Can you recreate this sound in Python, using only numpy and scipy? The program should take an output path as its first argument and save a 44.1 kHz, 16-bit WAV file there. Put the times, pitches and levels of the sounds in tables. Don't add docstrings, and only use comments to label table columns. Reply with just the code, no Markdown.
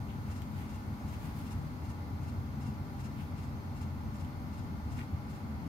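import sys
import numpy as np
from scipy import signal
from scipy.fft import rfft, irfft
from scipy.io import wavfile
from scipy.ndimage import uniform_filter1d

SR = 44100
rng = np.random.default_rng(int(sys.argv[2]) if len(sys.argv) > 2 else 0)


def master(y):
    cut = np.clip(np.atleast_2d(y).T, -1, 1)
    pcm = np.round(cut * 32767)
    wavfile.write(sys.argv[1], SR, pcm.astype(np.int16))


N = 250488
TIME = np.arange(N) / SR
FREQS = np.maximum(np.arange(N // 2 + 1) * SR / N, 1)


def from_db(db):
    return 10 ** (np.asarray(db) / 20)


def unit_rms(x):
    return x / np.sqrt(np.mean(x ** 2) + 1e-20)


def over_hz(points):
    hz, value = np.transpose(points)
    return np.interp(np.log(FREQS), np.log(hz), value)


def colour(points):
    skirts = np.minimum(FREQS / points[0][0], 1) * np.minimum(points[-1][0] / FREQS, 1)
    return from_db(over_hz(points)) * skirts ** 6


def pan(balance_db):
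    return from_db(np.array([[.5], [-.5]]) * balance_db)


def resonance(hz, width_hz):
    return 1 / (1 + 1j * (FREQS ** 2 - hz ** 2) / (FREQS * width_hz))


def ringing(modes):
    return np.sqrt(sum(np.abs(from_db(db) * resonance(hz, width_hz)) ** 2 for hz, width_hz, db in modes))


def drift(rate_hz):
    return unit_rms(irfft(rfft(rng.standard_normal(N)) / (1 + (FREQS / rate_hz) ** 2) ** 2, N))


def swell(at, width):
    out, near = np.zeros(N), np.abs(TIME - at) < 6 * width
    out[near] = np.exp(-.5 * ((TIME[near] - at) / width) ** 2)
    return out


def strokes(rows):
    return np.sqrt(sum((from_db(db) * swell(at, width)) ** 2 for at, width, db in rows))


# (frequency [Hz], correlation [-1 to 1])
CORRELATION = [(60, .98), (125, .93), (160, .97), (290, .97), (400, .66), (600, .55), (900, .1),
               (1500, -.3), (2500, 0), (5000, .08), (15000, 0)]
# (frequency [Hz], phase lead of the left [rad])
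PHASE_LEAD = [(45, 0.37), (85, 0.046), (108, 1), (150, 0.27), (300, 0), (370, 0), (500, 0)]
def room_noise(gain):
    mid, side = rfft(rng.standard_normal((2, N)))
    alike = over_hz(CORRELATION)
    pair = np.sqrt(1 + alike) * mid + np.sqrt(1 - alike) * side * [[1], [-1]]
    standing_waves = np.exp(.5j * over_hz(PHASE_LEAD) * [[1], [-1]])
    return unit_rms(irfft(gain * standing_waves * pair, N))


def near_noise(gain, direct_db, lag_s=.00042):
    delay = np.exp(-2j * np.pi * FREQS * lag_s * [[0], [1]])
    direct = unit_rms(irfft(gain * delay * rfft(rng.standard_normal(N)), N))
    return unit_rms(room_noise(gain) + from_db(direct_db) * direct)


# (time [s], depth [dB])
LULLS = [(.83, 5), (1.0, 23), (3.15, 9), (3.63, 6), (4.32, 14), (4.49, 5), (5.04, 5), (5.22, 8), (5.4, 10)]
def tumble_db(roll_db=-41, swing_db=0.66, airborne_db=3, smother_db=1.5):
    level = roll_db + swing_db * drift(9.4)
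    heaviest_db = max(db for _, db, _ in THUDS)
    for at, db, _ in THUDS:
        weight = from_db(db - heaviest_db)
        level -= airborne_db * weight * swell(at - 0.06, 0.014)
        level -= smother_db * weight * swell(at + 0.014, 0.0079)
    return level - sum(depth_db * swell(at, 0.012) for at, depth_db in LULLS)


# (frequency [Hz], relative level [dB])
CABINET = [(13, -33), (22, -23.5), (68, 0.5), (86, 5), (112, -1), (142, -1), (182, -9), (221, -5),
           (269, -13), (290, -38), (380, -45), (640, -120)]
# (frequency [Hz], left minus right [dB])
BALANCE = [(105, 0), (125, 6.5), (175, 5), (250, -1.5), (500, 0), (1000, 4.5), (2200, 2), (3200, -0.4),
           (6200, 0.5), (10000, 4.5), (15000, 4)]
def rumble(steadiness=0.68, settle_s=0.0417):
    roll = room_noise(colour(CABINET) * pan(over_hz(BALANCE)))
    power = uniform_filter1d(np.mean(roll ** 2, axis=0), size=int(settle_s * SR))
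    roll = roll / power ** (steadiness / 2)
    return roll * from_db(tumble_db())


# (frequency [Hz], bandwidth [Hz], relative level [dB], left minus right [dB])
PANEL_MODES = [(87.7, 8.4, -52.5, 5), (133.3, 3.7, -52.5, 0.5), (157.7, 15, -61.5, 18.5),
               (213.7, 8.5, -52.5, 2), (245.2, 20.6, -53.5, 1.5), (384, 28, -70.5, 13.5),
               (579.4, 12, -71.5, 4.5), (820, 87, -68.5, 7), (862, 52, -66, -10), (1162, 24, -72, -3.5),
               (1280, 64, -73.5, -3), (1462, 33, -75.5, -8), (1789, 29, -74.5, 0), (2072, 43, -77.5, 3),
               (2190, 100, -76, 3.5), (2634, 27, -88, 3), (4305, 120, -80, 6), (4740, 190, -79, 2),
               (5250, 38, -83, -6), (6120, 40, -88, -2)]
def panels(level_db=1.0):
    power = 0
    for hz, width_hz, db, balance_db in PANEL_MODES:
        shape = np.abs(resonance(hz, 1.5 * width_hz)) ** 4
        power = power + shape / shape.mean() * (from_db(db) * pan(balance_db)) ** 2
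    return from_db(level_db) * np.sqrt(power.mean()) * room_noise(np.sqrt(power))


# (order [shaft rates, rounded when played], rms level [dB], left minus right [dB])
HARMONICS = [(4, -53.5, 0.5), (8, -58.5, 5), (11.9, -57, 0.5), (13, -65, -7), (16, -74.5, 5), (20, -74, 9),
             (24, -77, -18.5), (32, -68.5, 9), (40, -66, -9), (44, -69, -7), (48, -77.5, -25),
             (59, -75.5, -9.5)]
def motor(shaft_hz=24.5, wander=0.00038, flutter_db=.7):
    turns = np.cumsum(shaft_hz * (1 + wander * drift(2.1))) / SR
    out = np.zeros((2, N))
    for order, db, balance_db in HARMONICS:
        alike = np.interp(order * shaft_hz, *np.transpose(CORRELATION))
        offset = np.arccos(alike) * np.array([[.5], [-.5]])
        tone = np.sin(2 * np.pi * (round(order) * turns + rng.random()) + offset)
        out += np.sqrt(2) * tone * pan(balance_db) * from_db(db + flutter_db * drift(6.5))
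    return out


def duct_ripple(depth_db=2.5, spacing_hz=25):
    ripple = unit_rms(uniform_filter1d(rng.standard_normal(len(FREQS)), size=int(spacing_hz * N / SR)))
    return from_db(depth_db * ripple * np.minimum(FREQS / 1500, 1))


# (frequency [Hz], relative level [dB])
AIR = [(190, -28), (330, -3), (400, -3), (450, -6.5), (536, -7), (576, -6.5), (739, -5.5), (841, -1.5),
       (920, -6), (1010, -10), (1470, -8.5), (1650, -16.5), (2120, -14.5), (2920, -21.5), (4370, -25),
       (5600, -27), (7280, -66), (12300, -120)]
# (frequency [Hz], relative level [dB])
HISS = [(4000, 1.5), (5700, -6.5), (6250, 5), (7200, -1.5), (8200, -2.5), (10500, -3), (12700, -1.5),
        (14500, -2), (17000, -9)]
# (time [s], level [dB])
HISS_LEVEL = [(0, -66.5), (1.5, -68), (5.68, -69)]
def air(rush_db=-53.0):
    duct = pan(over_hz(BALANCE)) * duct_ripple()
    rush = from_db(rush_db) * room_noise(colour(AIR) * duct)
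    hiss_db = np.interp(TIME, *np.transpose(HISS_LEVEL))
    return rush + from_db(hiss_db) * near_noise(colour(HISS) * duct, direct_db=-9.0)


def whine(level_db=-83.0, hz=13228, waver_hz=33, flutter_db=1.0):
    tone = np.sqrt(2) * np.sin(2 * np.pi * np.cumsum(hz + waver_hz * drift(70)) / SR)
    return tone * from_db(level_db + flutter_db * drift(60)) * pan(balance_db=18)


def blows(rows, modes, level_db, vary_db):
    out, age = np.zeros(N + SR), np.arange(SR // 4) / SR
    for at, db, hz in rows:
        start = round(at * SR)
        for ratio, rise_s, mode_db in modes:
            shape = age / rise_s * np.exp(1 - age / rise_s)
            strength = from_db(level_db + db + mode_db + vary_db * (ratio - 0.5) * rng.normal())
            out[start:start + len(age)] += strength * shape * np.sin(2 * np.pi * ratio * hz * age)
    return out[:N]


# (time [s], relative level [dB], pitch [Hz])
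THUDS = [(0.005, -34, 99), (0.088, -32.5, 88), (0.292, -33, 93), (0.542, -38, 87), (0.872, -31, 86.4),
         (0.911, -28, 94), (1.044, -33.5, 92), (1.16, -34, 93), (1.548, -28.5, 92), (1.826, -33, 94),
         (1.89, -29.5, 96), (1.995, -32.5, 94.5), (2.108, -35.5, 92), (2.309, -35, 78.4), (2.374, -32, 95),
         (2.659, -30.5, 96), (2.797, -31, 85.6), (3.4, -32, 100), (3.478, -33, 89.6), (3.693, -29.5, 86),
         (3.809, -36, 92), (4.057, -33, 83), (4.217, -31, 88), (4.847, -34, 89), (5.13, -28, 90.5),
         (5.492, -38.5, 96), (5.556, -39, 81.2), (5.643, -32.5, 95)]
# (frequency [multiple of the pitch], rise time [s], relative level [dB])
DRUM_MODES = [(.97, 0.0083, -0.5), (1.5, 0.011, -12), (2.4, 0.0054, -14)]
def thuds():
    return blows(THUDS, DRUM_MODES, level_db=0.0, vary_db=1.0)


# (time [s], width [s], level [dB], centre frequency [Hz], spread [octaves])
SCUFFS = [(.1, 0.012, -60, 2750, 0.2), (.61, .025, -64, 2400, 0.27), (1.14, .018, -64, 2300, .35),
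          (3.195, 0.022, -60.5, 2280, 0.35), (4.992, 0.016, -66, 7000, 0.58)]
def scuffs(room_t60=0.39):
    out = np.zeros((2, N))
    for at, width, db, hz, octaves in SCUFFS:
        filled = np.sqrt(width / .02)
        tail = (TIME > at) * filled * from_db(-60 * np.abs(TIME - at) / room_t60)
        band = np.exp(-.25 * (np.log2(FREQS / hz) / octaves) ** 2)
        out += from_db(db) * np.hypot(swell(at, width), tail) * room_noise(band)
    return out * pan(balance_db=1.0)


# (time [s], width [s], relative level [dB], spectral tilt [dB/octave])
RUSTLES = [(.305, 0.029, -61, -1), (.60, 0.047, -59.5, 0.8), (1.135, 0.026, -64, 3),
           (1.255, 0.041, -59, 1.2), (1.39, 0.043, -59.5, 2), (1.33, 0.35, -64, 0.5), (3.21, 0.056, -65, 2)]
# (frequency [Hz], relative level [dB])
CLOTH = [(900, 17.5), (2200, 11), (3500, 4.5), (6000, -1.5), (9000, -4), (12000, -3), (15500, -7)]
def cloth(level_db=2.0, grain_db=1.2, treble_left_db=9.0):
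    fibres = colour(CLOTH) * pan(treble_left_db * np.minimum(FREQS / 12000, 1))
    slides = np.zeros((2, N))
    for at, width, db, tilt_db in RUSTLES:
        tilt = from_db(tilt_db * np.log2(FREQS))
        slides += from_db(db) * swell(at, width) * near_noise(fibres * tilt, direct_db=-8.5)
    return slides * from_db(level_db + grain_db * drift(200))


# (time in the round [s], width [s], relative level [dB])
RUBS = [(0.32, 0.012, -62), (0.37, 0.013, -62.5), (0.36, 0.066, -68.5)]
# (frequency [Hz], relative level [dB])
RUB_SPECTRUM = [(900, 6), (2400, 6), (4000, 1.5), (5700, 2), (6400, 5), (7100, -1.5), (7800, 1.5),
                (10000, -1), (12500, -4.5), (15500, -18)]
# (frequency [Hz], bandwidth [Hz], level above the plain rubbing [dB])
METAL_MODES = [(965, 60, 16), (2740, 37, 12.5), (4070, 150, 4), (5200, 100, 7), (6820, 120, 3),
               (7460, 100, 5)]
def brushing(round_s=.3838, level_db=3.0, vary_db=2.0, grain_db=0.9):
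    starts = np.arange(0, TIME[-1], round_s)
    rows = [(start + at, width, db + rng.normal(0, vary_db))
            for start in starts for at, width, db in RUBS]
    spectrum = colour(RUB_SPECTRUM) * np.hypot(1, ringing(METAL_MODES))
    rubbing = near_noise(spectrum * pan(balance_db=4.0), direct_db=-3.5)
    return strokes(rows) * from_db(level_db + grain_db * drift(600)) * rubbing


# (time [s], relative level [dB], pitch [Hz])
KNOCKS = [(0.391, -38, 162), (0.559, -40, 179), (0.693, -43, 164), (1.22, -37, 220), (1.28, -38.5, 214),
          (1.395, -39, 213), (1.636, -33, 187), (2.214, -33, 185), (2.435, -34, 168), (2.565, -38, 173),
          (2.679, -28.5, 164), (3.329, -34, 148), (4.072, -36, 164), (4.232, -37, 190), (4.692, -35, 193),
          (4.861, -36.5, 159), (4.931, -42, 160), (5.137, -36, 188), (5.291, -36, 193), (5.657, -33, 203)]
# (frequency [multiple of the pitch], rise time [s], relative level [dB])
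WALL_MODES = [(.8, .011, -3.5), (1.3, 0.0076, -6.5)]
def knocks():
    return blows(KNOCKS, WALL_MODES, level_db=-0.4, vary_db=1.2) * pan(balance_db=3.5)


# (time [s], level [dB], low-pass corner of the crack [Hz])
TICKS = [(0.4195, -46.5, 15000), (3.2105, -53, 13000), (4.247, -53, 14000)]
# (frequency [Hz], relative level [dB])
CRACK = [(1000, 4), (1700, 8), (3100, 11), (4600, 3), (6000, -2), (10000, 1), (15000, 1)]
# (frequency [Hz], bandwidth [Hz], relative level [dB])
TICK_MODES = [(2500, 200, 1), (3100, 330, 1), (4600, 700, -7), (6300, 600, -12)]
def ticks(crack_t60=0.016, ring_db=-9, ring_t60=0.1):
    out, modes = np.zeros((2, N)), room_noise(ringing(TICK_MODES))
    for at, db, corner_hz in TICKS:
        age = np.maximum(TIME - at, 0)
        spectrum = colour(CRACK) / np.hypot(1, (FREQS / corner_hz) ** 2)
        crack = from_db(-60 * age / crack_t60) * near_noise(spectrum, direct_db=-8.5)
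        ring = from_db(ring_db - 60 * age / ring_t60) * modes
        out += from_db(db) * (TIME > at) * (crack + ring)
    return out


# (time [s], width [s], level [dB])
SLIPS = [(4.982, 0.01, -59), (4.996, 0.007, -50.5), (5.010, 0.0086, -51.5), (5.028, 0.012, -57)]
# (frequency [Hz], bandwidth [Hz], relative level [dB])
SCRAPE_MODES = [(1455, 90, 2.5), (1883, 130, 0), (2200, 160, -7), (2440, 160, -1), (2730, 220, -9),
                (3330, 260, -15), (3780, 280, -13), (4200, 200, -21)]
def scrape(grain_db=2.5):
    envelope = strokes(SLIPS) * from_db(grain_db * drift(250))
    return envelope * room_noise(ringing(SCRAPE_MODES) * pan(balance_db=2.0))


def scene():
    steady = rumble() + panels() + motor() + air() + whine()
    return steady + thuds() + scuffs() + cloth() + brushing() + knocks() + ticks() + scrape()


def record(dry, low_cut_hz=36, high_cut_hz=15750, fade_s=.002):
    high_pass = signal.butter(4, low_cut_hz, "high", fs=SR, output="sos")
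    low_pass = signal.ellip(12, .1, 80, high_cut_hz, fs=SR, output="sos")
    fades = np.minimum(np.minimum(TIME, TIME[::-1]) / fade_s, 1)
    return signal.sosfilt(low_pass, signal.sosfilt(high_pass, dry) * fades)


dry = scene()
out = record(dry)
master(out)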